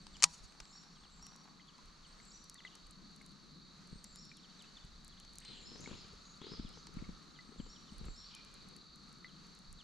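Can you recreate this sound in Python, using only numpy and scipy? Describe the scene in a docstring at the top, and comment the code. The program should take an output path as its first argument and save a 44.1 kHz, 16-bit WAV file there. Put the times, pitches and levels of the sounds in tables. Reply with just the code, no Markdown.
"""Still pond in the woods: a surface lure is wound back. The reel snaps into gear close by as struck, ringing
metal, and scattered echoes return from the trees. The lure's plops are ringing bubbles; wet line ticks and the
creaking, rustling grip are coloured noise bursts. Birds are gliding tones. Insects, traffic, woods and air on
the microphone are coloured noise."""
import sys
import numpy as np
from scipy import signal
from scipy.fft import rfft, irfft, next_fast_len
from scipy.io import wavfile

SR = 44100
rng = np.random.default_rng(int(sys.argv[2]) if len(sys.argv) > 2 else 0)


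def to_wav(s):
    """Save 16-bit WAV."""
    ch = np.atleast_2d(s).T  # columns
    pcm = np.round(np.clip(ch, -1, 1) * 32767)  # PCM
    wavfile.write(sys.argv[1], SR, pcm.astype(np.int16))


N = 433503
T = np.arange(N) / SR

# Table levels are relative: layer trims and the microphone ports still act on them.
# clutch strikes and rebounds (time [s], level [dB])
CLACKS = [(.2243, -31), (.2324, -25.5), (.2391, -20), (.2397, -22.5), (.2406, -21), (.2418, -28),
          (.2425, -31), (.2442, -34)]
# lighter gear knocks (time [s], level [dB])
GEARS = [(.068, -52), (.168, -54.5), (.203, -58), (.523, -61), (.602, -48.5), (.605, -52.5), (.654, -60),
         (.835, -64), (1.267, -57.5), (1.781, -63), (2.756, -58.5), (4.046, -56), (4.159, -65), (5.25, -61),
         (5.45, -56), (6.87, -53.5), (8.351, -60.5)]
# housing colour under the clutch (frequency [Hz], gain [dB])
REEL_COLOUR = [(60, -36), (170, -25), (400, -19.5), (650, -10.5), (850, -5), (1250, 1.5), (1700, -6),
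               (2500, -0.5), (3400, -2), (4600, 5.5), (5100, 2.5), (5800, 5.5), (6700, 4.5), (8400, -2),
               (10300, -11), (11000, -24), (15000, -33.5)]
# housing colour under the gears (frequency [Hz], gain [dB])
GEAR_COLOUR = [(60, -14), (170, -8), (400, -16), (650, -6), (900, 3.5), (1300, 1), (1750, -3), (2500, -1),
               (3400, -3.5), (5200, 3), (6700, -3), (8400, -9), (11000, -29), (15000, -38.5)]
# ringing of reel and rod (frequency [Hz], level [dB], t60 [s])
REEL_MODES = [(163.5, -26, 0.21), (654, -38, .15), (820, -25, .13), (973, -22.5, 0.17), (1060, -26, 0.09),
              (1330, -17, .02), (1930, -28.5, 0.082), (2500, -16, 0.016), (4670, -9, 0.009),
              (5800, -8.5, 0.012), (6680, -10.5, 0.009)]
# treble-heavy return of the snap from the leaves (frequency [Hz], gain [dB])
THROWN_COLOUR = [(1000, -12.5), (5000, -4.0), (8000, -1.5), (12000, 12.5)]
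# tree echo colour (frequency [Hz], gain [dB])
ECHO_COLOUR = [(300, 9.5), (2000, 3.5), (7000, 6.0), (14000, -8.5)]
# gear whirr as the crank turns (time [s], level [dB])
CRANK = [(0, -100), (.55, -73.5), (1.1, -72), (1.5, -70.5), (1.8, -95), (9.83, -96)]
# hollow of the reel (frequency [Hz], gain [dB])
HOLLOW_COLOUR = [(300, -26.0), (650, -6.5), (830, 5.5), (950, 0), (1150, 1.5), (1700, -5), (3000, -18.0),
                 (9000, -38.0)]
# bubbles closed by the lure (time [s], level [dB], starting pitch [Hz], t60 [s])
PLOPS = [(1.597, -61, 2050, 0.042), (1.788, -60, 990, 0.06), (2.201, -59, 2123, 0.011),
         (2.555, -64, 1930, 0.044), (2.605, -63, 1990, 0.027), (2.65, -49.5, 2015, 0.057),
         (3.213, -58, 2160, 0.026), (4.3158, -54, 2360, 0.034), (4.642, -62.5, 2640, 0.03),
         (5.859, -52.5, 2210, 0.035), (6.987, -57.5, 2200, 0.02), (7.0418, -58.5, 2200, 0.031),
         (7.389, -52.5, 1996, 0.055), (8.764, -57, 4500, 0.059), (9.2453, -50, 2010, 0.062)]
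# slap of the water (frequency [Hz], gain [dB])
SLAP_COLOUR = [(700, -21), (1900, 14.0), (2600, 2), (5000, -6), (12000, -58)]
# clearest flicks of wet line onto the spool (time [s], level [dB], pitch [Hz])
TICKS = [(1.227, -62, 6350), (1.267, -55, 5920), (1.362, -58, 5910), (2.2535, -64, 7600),
         (2.442, -61.5, 7400), (2.4978, -48.5, 5700), (2.544, -54, 7300), (2.7536, -58.5, 7940),
         (2.869, -65, 8500), (2.91, -57, 8850), (3.1627, -61.5, 7250), (3.217, -66, 8500),
         (3.2628, -58.5, 7500), (3.874, -65, 9050), (4.043, -49.5, 7500), (4.159, -52.5, 5710),
         (4.253, -65, 9460), (4.3704, -60, 8050), (4.623, -59.5, 7500), (4.85, -67, 7940),
         (5.0474, -58, 8360), (5.08, -56.5, 7600), (5.2006, -57, 6700), (5.335, -63, 7500),
         (5.3565, -57, 6900), (5.385, -46.5, 7000), (5.403, -60, 6800), (5.807, -58.5, 6960),
         (6.691, -62, 6500), (6.8686, -65.5, 5550), (7.9825, -60.5, 8300), (8.055, -63, 9000),
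         (8.3504, -52, 6200), (8.449, -60.5, 6200), (8.5415, -58.5, 7240), (8.687, -62.5, 8350),
         (8.7652, -58, 8740), (8.959, -62, 7000), (9.128, -63.5, 8000), (9.5513, -63, 6800),
         (9.59, -64, 8400), (9.7282, -55.5, 9300)]
# stick-slip creaks of the grip (time [s], level [dB])
CREAKS = [(5.716, -48.5), (5.757, -47), (5.799, -48), (5.875, -42.5), (5.894, -53), (5.912, -46),
          (5.929, -46), (5.951, -53), (6.047, -53.5), (6.134, -52.5), (6.416, -43.5), (6.441, -46),
          (6.467, -44.5), (6.496, -53), (6.518, -43), (6.536, -45), (6.773, -50), (6.892, -53.5),
          (7.491, -49.5), (7.52, -52), (7.56, -52), (7.604, -53), (7.664, -52.5), (8.083, -48)]
# creak and bump scuff colour (frequency [Hz], gain [dB])
CREAK_COLOUR = [(80, 1), (200, 4.5), (440, 5.5), (660, -16.5), (900, -7.5), (1500, -13), (3000, -19.5),
                (8000, -33.5), (14000, -93)]
# soft bumps of the hand (time [s], level [dB], pitch [Hz])
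BUMPS = [(3.927, -51.5, 167), (3.956, -57, 162), (4.845, -58.5, 150), (5.912, -51.5, 186),
         (6.595, -45, 215), (6.648, -49, 206), (6.969, -45.5, 185), (7.022, -49, 210), (7.09, -48.5, 192),
         (7.599, -45.5, 201), (7.921, -55.5, 187), (8.012, -52.5, 153), (8.084, -53, 149)]
# hand shifting on the grip (time [s], level [dB])
RUSTLE = [(0, -100), (5.3, -96), (5.5, -64.5), (5.72, -62), (5.93, -58.5), (6.15, -76), (6.38, -85),
          (6.5, -60), (6.7, -62), (6.85, -72), (7.0, -58), (7.2, -76), (7.45, -76), (7.58, -72),
          (7.75, -85), (8.05, -61.5), (8.25, -83), (8.65, -65), (9.1, -84), (9.83, -79)]
# rustle colour (frequency [Hz], gain [dB])
RUSTLE_COLOUR = [(80, 0.5), (200, 3.5), (440, -6.5), (660, -15.5), (900, -15), (1500, -17), (3000, -18),
                 (8000, -29), (14000, -76.5)]
# small bird's falling three-note phrases (time [s], level [dB], pitch fallen to [Hz])
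PHRASES = [(-.04, -63.5, 5670), (0.457, -61.5, 5630), (.95, -62.5, 5800), (2.056, -59, 5950),
           (3.907, -58, 5580), (5.385, -60, 5360), (7.427, -62, 5730), (7.895, -59.5, 5600)]
# thin whistle, buzzing trill, lower hook (delay [s], length [s], share of the fall [0-1], level [dB])
SONG_NOTES = [(0.003, 0.1, 0.053, -15.5), (0.138, 0.16, .4, -8), (0.257, .07, 1, 1)]
# same three notes (pitch contour [ratio], buzz [ratio])
SONG_SHAPES = [([.975, .995, 1, .992], .007),
               ([.95, 1.04, .96, .99], .035),
               ([.86, .955, .97, 1.01, .98, .94], .018)]
# second bird's quick falling chirps (time [s], level [dB])
CHIRPS = [(0.133, -56), (.955, -62), (1.028, -55.5), (1.59, -59.5), (1.672, -56), (2.03, -57), (2.575, -53),
          (2.649, -49), (4.36, -54.5), (4.424, -49), (4.589, -49.5), (4.759, -53), (5.114, -59),
          (6.648, -54.5), (6.721, -55), (7.344, -56.5), (7.581, -57.5), (7.744, -55.5), (7.869, -53.5),
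          (9.276, -61), (9.786, -52)]
# larger bird's gliding calls, deep in the trees (time [s], length [s], first [Hz], last [Hz], level [dB])
CRIES = [(5.17, 0.018, 2750, 4230, -61), (5.413, 0.036, 1693, 5480, -58.5), (5.447, 0.072, 4180, 3920, -54),
         (5.504, 0.077, 3670, 2730, -61), (5.665, 0.025, 5100, 5540, -65), (5.688, 0.065, 5400, 4860, -62),
         (5.742, 0.081, 5480, 6950, -65), (5.798, 0.062, 7040, 6860, -63), (5.832, .065, 4870, 1995, -60.5),
         (5.901, 0.054, 2100, 5680, -58.5), (5.968, .065, 5640, 3440, -59.5),
         (6.211, 0.095, 6560, 6620, -71.5), (6.407, 0.08, 3125, 5230, -53.5),
         (6.482, 0.064, 5174, 5030, -59.5), (6.518, 0.081, 5080, 3290, -61), (6.711, 0.08, 4710, 7170, -66),
         (8.202, 0.098, 4080, 4850, -58), (8.293, 0.035, 4300, 2470, -58.5),
         (8.321, 0.071, 2500, 2260, -65.5)]
# rasp of the cries (frequency [Hz], gain [dB])
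RASP_COLOUR = [(100, 4.5), (700, 3), (2200, -10.5), (4500, -40)]
# insect chorus (time [s], level [dB])
INSECTS = [(0, -64.5), (1.5, -68), (3, -65), (4.5, -64), (6, -63), (7.3, -65), (8.7, -62), (9.83, -64)]
# chorus colour (frequency [Hz], gain [dB])
INSECT_COLOUR = [(2800, -65), (3450, -7.5), (3850, 6), (4250, 7.5), (4520, 8.5), (4680, 1.5), (4900, -4),
                 (5500, -68.5)]
# tyres on a far road (time [s], centre [Hz], level [dB])
ROAD = [(0, 1174, -74.5), (1.5, 1156, -65.5), (3, 1180, -68.5), (5.4, 1229, -73.5), (6, 1271, -64.5),
        (6.7, 1261, -63.5), (7.7, 1231, -65), (8.6, 1210, -66), (9.3, 1255, -64.5), (9.83, 1238, -73)]
# low hum of far traffic (time [s], level [dB])
HUM = [(0, -65), (1.2, -66.5), (2.6, -65.5), (3.4, -62), (4.4, -63), (5.2, -66), (6.3, -64.5), (7.6, -62),
       (8.7, -66.5), (9.3, -62), (9.83, -64.5)]
# hum colour (frequency [Hz], gain [dB])
HUM_COLOUR = [(50, -33.5), (105, -24), (145, -2.5), (185, 0.5), (255, -8), (340, -14), (520, -26.5),
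              (1000, -58)]
# hush of the woods (frequency [Hz], gain [dB])
WOODS_COLOUR = [(40, -11), (100, -15.5), (180, -12), (300, -15), (550, -17), (800, -17.5), (1250, -12.5),
                (2000, -18.5), (3000, -21), (4600, -20.5), (6400, -18.5), (8200, -30.5), (10500, -39.5),
                (12800, -44.5), (14000, -68.5)]
# slow air on the microphone (time [s], level [dB])
AIR = [(0, -63), (.3, -65), (.7, -70.5), (1.25, -69), (1.55, -76), (1.85, -69), (2.5, -69.5), (2.87, -69),
       (3.4, -73), (3.8, -63.5), (4.35, -74.5), (4.85, -70.5), (5.3, -65), (5.9, -68.5), (6.3, -68.5),
       (7.85, -73.5), (8.25, -67.5), (9, -73.5), (9.83, -64)]
# soft low thumps of air (time [s], length [s], level [dB])
THUMPS = [(0.184, .015, -61), (.43, 0.028, -51), (0.616, .015, -55), (1.231, 0.018, -57), (1.86, .04, -60),
          (2.87, .05, -59), (8.044, 0.074, -45.5), (9.712, 0.056, -56.5)]
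# rumble colour of air, thumps and shake (frequency [Hz], gain [dB])
RUMBLE_COLOUR = [(8, -11), (28, 5.5), (45, 2.5), (90, -8.5), (200, -32.5), (1000, -71.5)]
# microphone port mismatch (frequency [Hz], left minus right [dB])
PORTS = [(60, 0), (190, 0), (380, 3), (700, 2), (1250, 0), (2400, 1.2), (4400, 0), (7500, 0.3), (9300, 4),
         (12500, -2.5)]

TICK_HZ, TICK_SPREAD = 7080, 0.091  # centre and relative scatter of the fainter ticks
LINE_PAN_DB, GRIP_PAN_DB, HUM_PAN_DB, SHAKE_PAN_DB = 1, 6.5, 2.5, -2  # left minus right
GRIP_SIDE_DB = -2  # rustle that differs between the microphones
SONG_TOP_HZ = 8520
CHIRP_HZ, CHIRP_USUAL_DB, CHIRP_HZ_PER_DB, CHIRP_END_HZ = 3740, -56, 59.5, 2750
CRY_ARCH = 1.02  # upward bow in mid-glide [ratio]
CRICKET_HZ, CRICKET_DB, CRICKET_PULSE_HZ = 4517, -73, 16
WOODS_DB, WOODS_SWELL_DB = -65.5, 1.1
AIR_DB, AIR_SIDE_DB, AIR_GUST_DB, AIR_GUSTS_PER_S = 1, -15.5, 3, 4.9
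SHAKE_DB, SHAKE_SIDE_DB, SHAKE_RISE_S, SHAKE_T60_S = -0.5, -6, 0.019, 0.3  # SHAKE_DB is against the bump
TOP_HZ = 15500
SIDES = np.array([[1], [-1]])  # sign of a side signal, left and right


def undb(db):
    """Decibels to gain."""
    return 10 ** (np.asarray(db) / 20)


def level(x, db):
    """Set a steady sound's rms level."""
    return x * undb(db) / np.sqrt(np.mean(x ** 2))


def burst(x, db, size=220):
    """Scale a short sound by its energy, as if packed into size samples (220 is 5 ms)."""
    return x * undb(db) * np.sqrt(size / np.sum(x ** 2))


def curves(table):
    """Each column of a table, joined by straight lines in time."""
    s, *columns = np.transpose(table)
    return [np.interp(T, s, c) for c in columns]


def fade(t, t60):
    """Exponential decay by 60 dB in t60 seconds."""
    return np.exp(-np.log(1000) * t / t60)


def add(track, s, x):
    """Mix a short sound in at a time."""
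    i = max(int(s * SR), 0)
    track[i:i + len(x)] += x[:max(N - i, 0)]


def colour(x, points):
    """Causal minimum-phase filter through (Hz, dB) points, by folding the cepstrum."""
    size = next_fast_len(x.shape[-1] + 2048) // 2 * 2
    hz, db = np.transpose(points)
    bin_hz = np.arange(size // 2 + 1) * SR / size
    log_gain = np.log(undb(np.interp(np.log(bin_hz + 1), np.log(hz), db)))
    cepstrum = irfft(log_gain)
    cepstrum[1:size // 2] *= 2
    cepstrum[size // 2 + 1:] = 0
    return irfft(rfft(x, size) * np.exp(rfft(cepstrum)))[..., :x.shape[-1]]


def walk(rate, size=N):
    """Random wandering, rate knots per second, with a spread near 1."""
    place = np.arange(size) * rate / SR
    knots = rng.standard_normal(int(place[-1]) + 2)
    return 1.2 * np.interp(place, np.arange(len(knots)), knots)


def band(hz, width_hz):
    """Narrow noise around a moving centre, at 0 dB rms."""
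    phase = 2 * np.pi * np.cumsum(hz) / SR
    sos = signal.butter(2, np.clip(width_hz / 2, 1, SR / 4), fs=SR, output="sos")
    a, b = signal.sosfilt(sos, rng.standard_normal((2, N)))
    return level(a * np.cos(phase) + b * np.sin(phase), 0)


def pan(x, left_db):
    """Place a sound by its left minus right level."""
    return x * undb(np.array([[left_db], [-left_db]]) / 2)


def wide(points, side_db):
    """Coloured noise that arrives from all around, at 0 dB rms."""
    mid, side = colour(rng.standard_normal((2, N)), points)
    return level(mid + undb(side_db) * side * SIDES, 0)


def snap(t60, grit, size=2048):
    """A sharp contact followed by a brief rattle."""
    x = grit * rng.standard_normal(size) * fade(T[:size], t60)
    x[0] += 1
    return x


def reel(rattle_s=0.011, clack_db=1.0, gear_db=0, ring_db=-4, side_db=-10.0):
    """Clutch and gears strike the housing, which rattles and rings briefly together with the rod."""
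    mid, side, t = np.zeros(N), np.zeros(N), T[:8192]
    ring = sum(undb(db) * np.sin(2 * np.pi * hz * t) * fade(t, t60) for hz, db, t60 in REEL_MODES)
    ring = signal.sosfilt(signal.butter(2, 130, "high", fs=SR, output="sos"), ring)
    for table, body, gain_db in ((CLACKS, REEL_COLOUR, clack_db), (GEARS, GEAR_COLOUR, gear_db)):
        for s, db in table:
            crack = snap(t60=rattle_s, grit=0.38, size=len(t))
            crack += undb(-31) * snap(t60=0.055, grit=1, size=len(t))
            add(mid, s, burst(colour(crack, body), db + gain_db) + undb(db + ring_db) * ring)
            # so close, the two microphones hear different faces of the housing
            face = snap(t60=rattle_s, grit=0.93)
            add(side, s, burst(colour(face, body), db + side_db))
    return mid + side * SIDES


def trees(x, db, t60, delay, swell):
    """Scattered echoes from the wooded banks come late, build up gradually and arrive in clumps."""
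    t = T[:SR]
    clumps = undb(4 * walk(70, size=SR))
    arrival = np.clip((t - delay) / swell, 0, 1) * fade(t, t60) * clumps
    mid, side = colour(rng.standard_normal((2, SR)) * arrival, ECHO_COLOUR)
    echo = burst(mid + 0.34 * side * SIDES, db, size=2)  # one unit of energy per channel on average
    return signal.fftconvolve(x[None], echo, axes=1)[:, :N]


def crank(teeth_hz=60, scatter_db=6):
    """Gear teeth tap unevenly into the hollow of the reel."""
    db, = curves(CRANK)
    strength = undb(np.clip(scatter_db * rng.standard_normal(N), -12, 8))
    taps = (rng.random(N) < teeth_hz / SR) * strength
    hiss = .02 * rng.standard_normal(N)
    return level(colour(taps + hiss, HOLLOW_COLOUR), 0) * undb(db)


def lure(rise=0.022, bubble_db=6.5, splash_db=-10):
    """Each pocket of air rings as a bubble, rising a little in pitch, with a tiny slap at its start."""
    out, t = np.zeros(N), T[:6000]
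    for s, db, hz, t60 in PLOPS:
        phase = 2 * np.pi * np.cumsum(hz * (1 + rise * t / t60)) / SR
        bubble = np.sin(phase) * fade(t, t60) * undb(2 * walk(340, size=len(t)))
        add(out, s, undb(db + bubble_db) * bubble)
        slap = colour(snap(t60=0.022, grit=0.51), SLAP_COLOUR)
        add(out, s, burst(slap, db + splash_db))
    return out


def line(tick_db=-2, faint_db=-76, scatter_db=4, count=80):
    """Wet line ticks as it is wound in, with many fainter droplets between."""
    out = np.zeros(N)
    chance = rng.standard_normal((count, 2))
    times_s = rng.uniform(0, N / SR, count)
    levels_db = faint_db + scatter_db * np.minimum(chance[:, 0], 2)
    pitches_hz = TICK_HZ * np.exp(TICK_SPREAD * chance[:, 1])
    for s, db, hz in TICKS + list(zip(times_s, levels_db, pitches_hz)):
        hz = min(hz, 9500)
        # nothing resonates below the pitch of so small a thing
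        shape = [(1000, -30), (0.45 * hz, -21), (0.81 * hz, -3), (hz, 0), (10500, -6), (12000, -16), (15000, -31)]
        add(out, s, burst(colour(snap(t60=0.012, grit=0.075), shape), db + tick_db))
    return out


def grip(bump_width=0.65, creak_db=-4.0, bump_db=7.0, scuff_db=-7):
    """The hand creaks on the grip and bumps it: a short dull pulse, a weaker dying tail and a scuff."""
    out, t = np.zeros(N), T[:3000]
    for s, db in CREAKS:
        add(out, s, burst(colour(snap(t60=0.023, grit=0.85), CREAK_COLOUR), db + creak_db))
    for s, db, hz in BUMPS:
        cycles = t * hz - 2
        pulse = np.exp(-(cycles / bump_width) ** 2)
        tail = 0.32 * (cycles > 0) * fade(t, 0.086)
        thud = np.sin(2 * np.pi * cycles) * (pulse + tail)
        add(out, s + 0.0031 - 2 / hz, burst(thud, db + bump_db))
        add(out, s, burst(colour(snap(t60=0.031, grit=0.62), CREAK_COLOUR), db + scuff_db))
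    return out


def rustle(patchy_db=3):
    """Skin drags over the grip in small uneven slips."""
    db, = curves(RUSTLE)
    return level(colour(rng.standard_normal(N), RUSTLE_COLOUR), 0) * undb(db + patchy_db * walk(120))


def note(length, contour, buzz, buzz_hz=85, overtone_db=-22):
    """A bird's near-pure tone follows a pitch contour, with flutter in pitch and strength."""
    u = np.linspace(0, 1, max(int(length * SR), 64))
    hz = np.interp(u, np.linspace(0, 1, len(contour)), contour)
    flutter = .5 * np.sin(2 * np.pi * buzz_hz * length * u) + .7 * walk(300, size=len(u))
    phase = 2 * np.pi * np.cumsum(hz * (1 + buzz * flutter)) / SR
    # only the lower notes carry an octave
    tone = np.sin(phase) + undb(overtone_db) * (max(contour) < 4500) * np.sin(2 * phase)
    swell = np.sqrt(np.clip(4 * u * (1 - u), 0, 1))
    return tone * swell * undb(2.9 * walk(150, size=len(u)))


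def through_leaves(x):
    """Paths through the leaves cancel and add, so the notes arrive broken."""
    return x * undb(3.5 * walk(260) - 1)


def small_bird(song_db=2.5):
    """A small bird sings whistle, trill and arched hook, each lower than the last."""
    out = np.zeros(N)
    for s, db, low_hz in PHRASES:
        for (delay, length, fall, note_db), (contour, buzz) in zip(SONG_NOTES, SONG_SHAPES):
            hz = SONG_TOP_HZ + fall * (low_hz - SONG_TOP_HZ)
            tone = note(length, hz * np.array(contour), buzz)
            add(out, s + delay, undb(db + note_db + song_db) * tone)
    return through_leaves(out)


def chirper(chirp_db=-4.5, chirp_s=0.033):
    """A second bird gives short downward chirps; louder ones start higher."""
    out = np.zeros(N)
    for s, db in CHIRPS:
        hz = CHIRP_HZ + CHIRP_HZ_PER_DB * (db - CHIRP_USUAL_DB)
        contour = [hz, 1.02 * (hz + CHIRP_END_HZ) / 2, CHIRP_END_HZ]
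        add(out, s, undb(db + chirp_db) * note(chirp_s, contour, buzz=0.014, overtone_db=-15))
    return through_leaves(out)


def far_bird(hoarse_db=-4, upper_share=0.39):
    """Hoarse cries glide up and down; noise modulation adds the rasp."""
    out = np.zeros(N)
    for s, length, first, last, db in CRIES:
        contour = [first, CRY_ARCH * (first + last) / 2, last]
        add(out, s, undb(db) * note(length, contour, buzz=.014))
    # the rasp spreads each cry mostly below its pitch and leaves the upper edge firm
    rasp = signal.hilbert(level(colour(rng.standard_normal(N), RASP_COLOUR), hoarse_db))
    spread = np.conj(rasp) + upper_share * rasp
    return out + np.real(signal.hilbert(out) * spread) / np.sqrt(2)


def cricket(width_hz=90, unevenness=.04):
    """One insect stands out of the chorus with a pulsing trill of narrow noise."""
    phase = 2 * np.pi * np.cumsum(CRICKET_PULSE_HZ * (1 + unevenness * walk(12))) / SR
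    return level(band(np.full(N, 1. * CRICKET_HZ), width_hz) * (1 + np.sin(phase)) ** 2, CRICKET_DB)


def insects():
    """Many insects merge into one flickering band of noise."""
    db, = curves(INSECTS)
    flicker_db = .5 * walk(26) + 1.0 * walk(90)
    return pan(wide(INSECT_COLOUR, side_db=-11.0) * undb(db - 0.37 + flicker_db), -.5)


def road():
    """Far tyres hiss in a narrow band of drifting pitch."""
    hz, db = curves(ROAD)
    mid, side = band(hz, width_hz=240), band(hz, width_hz=360)
    return (mid + 0.73 * side * SIDES) * undb(db - 6.5)


def hum():
    """Far traffic hums as low noise with a wandering level."""
    db, = curves(HUM)
    return pan(wide(HUM_COLOUR, side_db=-6), HUM_PAN_DB) * undb(db + 1.6 * walk(7.3))


def woods():
    """The hush of the woods is broad noise that swells slightly."""
    return wide(WOODS_COLOUR, side_db=-5.0) * undb(WOODS_DB + WOODS_SWELL_DB * walk(5.5))


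def rumble():
    """Low rumble on the microphone: wandering air, soft thumps, and a shake that dies away after each bump."""
    air_db, = curves(AIR)
    air = wide(RUMBLE_COLOUR, AIR_SIDE_DB) * undb(air_db + AIR_DB + AIR_GUST_DB * walk(AIR_GUSTS_PER_S))
    power = sum((undb(db) * np.exp(-((T - s) / length) ** 2)) ** 2 for s, length, db in THUMPS)
    for s, db, _ in BUMPS:
        rise = np.clip(1 + (T - s) / SHAKE_RISE_S, 0, 1)
        shake = rise * fade(np.clip(T - s, 0, 2), SHAKE_T60_S)
        power = power + (undb(db + SHAKE_DB) * shake) ** 2
    return air + pan(wide(RUMBLE_COLOUR, SHAKE_SIDE_DB) * np.sqrt(power), SHAKE_PAN_DB)


def scene():
    """Near sounds of the tackle, the lure out on the water, and the woods around."""
    clack, plops = reel(), lure()
    song, chirps, cries = small_bird(), chirper(), far_bird()
    hand = pan(grip() + rustle(), GRIP_PAN_DB) + undb(GRIP_SIDE_DB) * rustle() * SIDES
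    near = pan(clack, 1.1) + pan(line(), LINE_PAN_DB) + pan(crank(), .3) + hand
    far = pan(undb(-2.5) * (song + chirps) + undb(-3) * cries + plops, 1)
    # leaves throw back mostly the treble of the reel's snap
    thrown = colour(clack[0], THROWN_COLOUR)
    echoes = trees(thrown, db=-33.5, t60=0.71, delay=0.039, swell=0.034)
    # the deeper in the woods, the more of a sound is echo; open water gives little
    echoes += trees(cries, db=-0.5, t60=0.98, delay=0.005, swell=0.022)
    echoes += trees(song, db=-5.5, t60=0.6, delay=0.0071, swell=.015)
    echoes += trees(chirps, db=-10, t60=0.6, delay=0.015, swell=.04)
    echoes += trees(plops, db=-37, t60=.4, delay=.01, swell=0.022)
    background = pan(cricket(), -.5) + insects() + road() + hum() + woods() + rumble()
    return near + far + echoes + background


def record(dry):
    """Each microphone port adds its own colour; the recorder cuts the top of the treble."""
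    ports = [colour(x, [(hz, sign * db / 2) for hz, db in PORTS]) for x, sign in zip(dry, (1, -1))]
    return signal.sosfilt(signal.ellip(8, .2, 70, TOP_HZ, fs=SR, output="sos"), np.array(ports))


dry = scene()
out = record(dry)
to_wav(out)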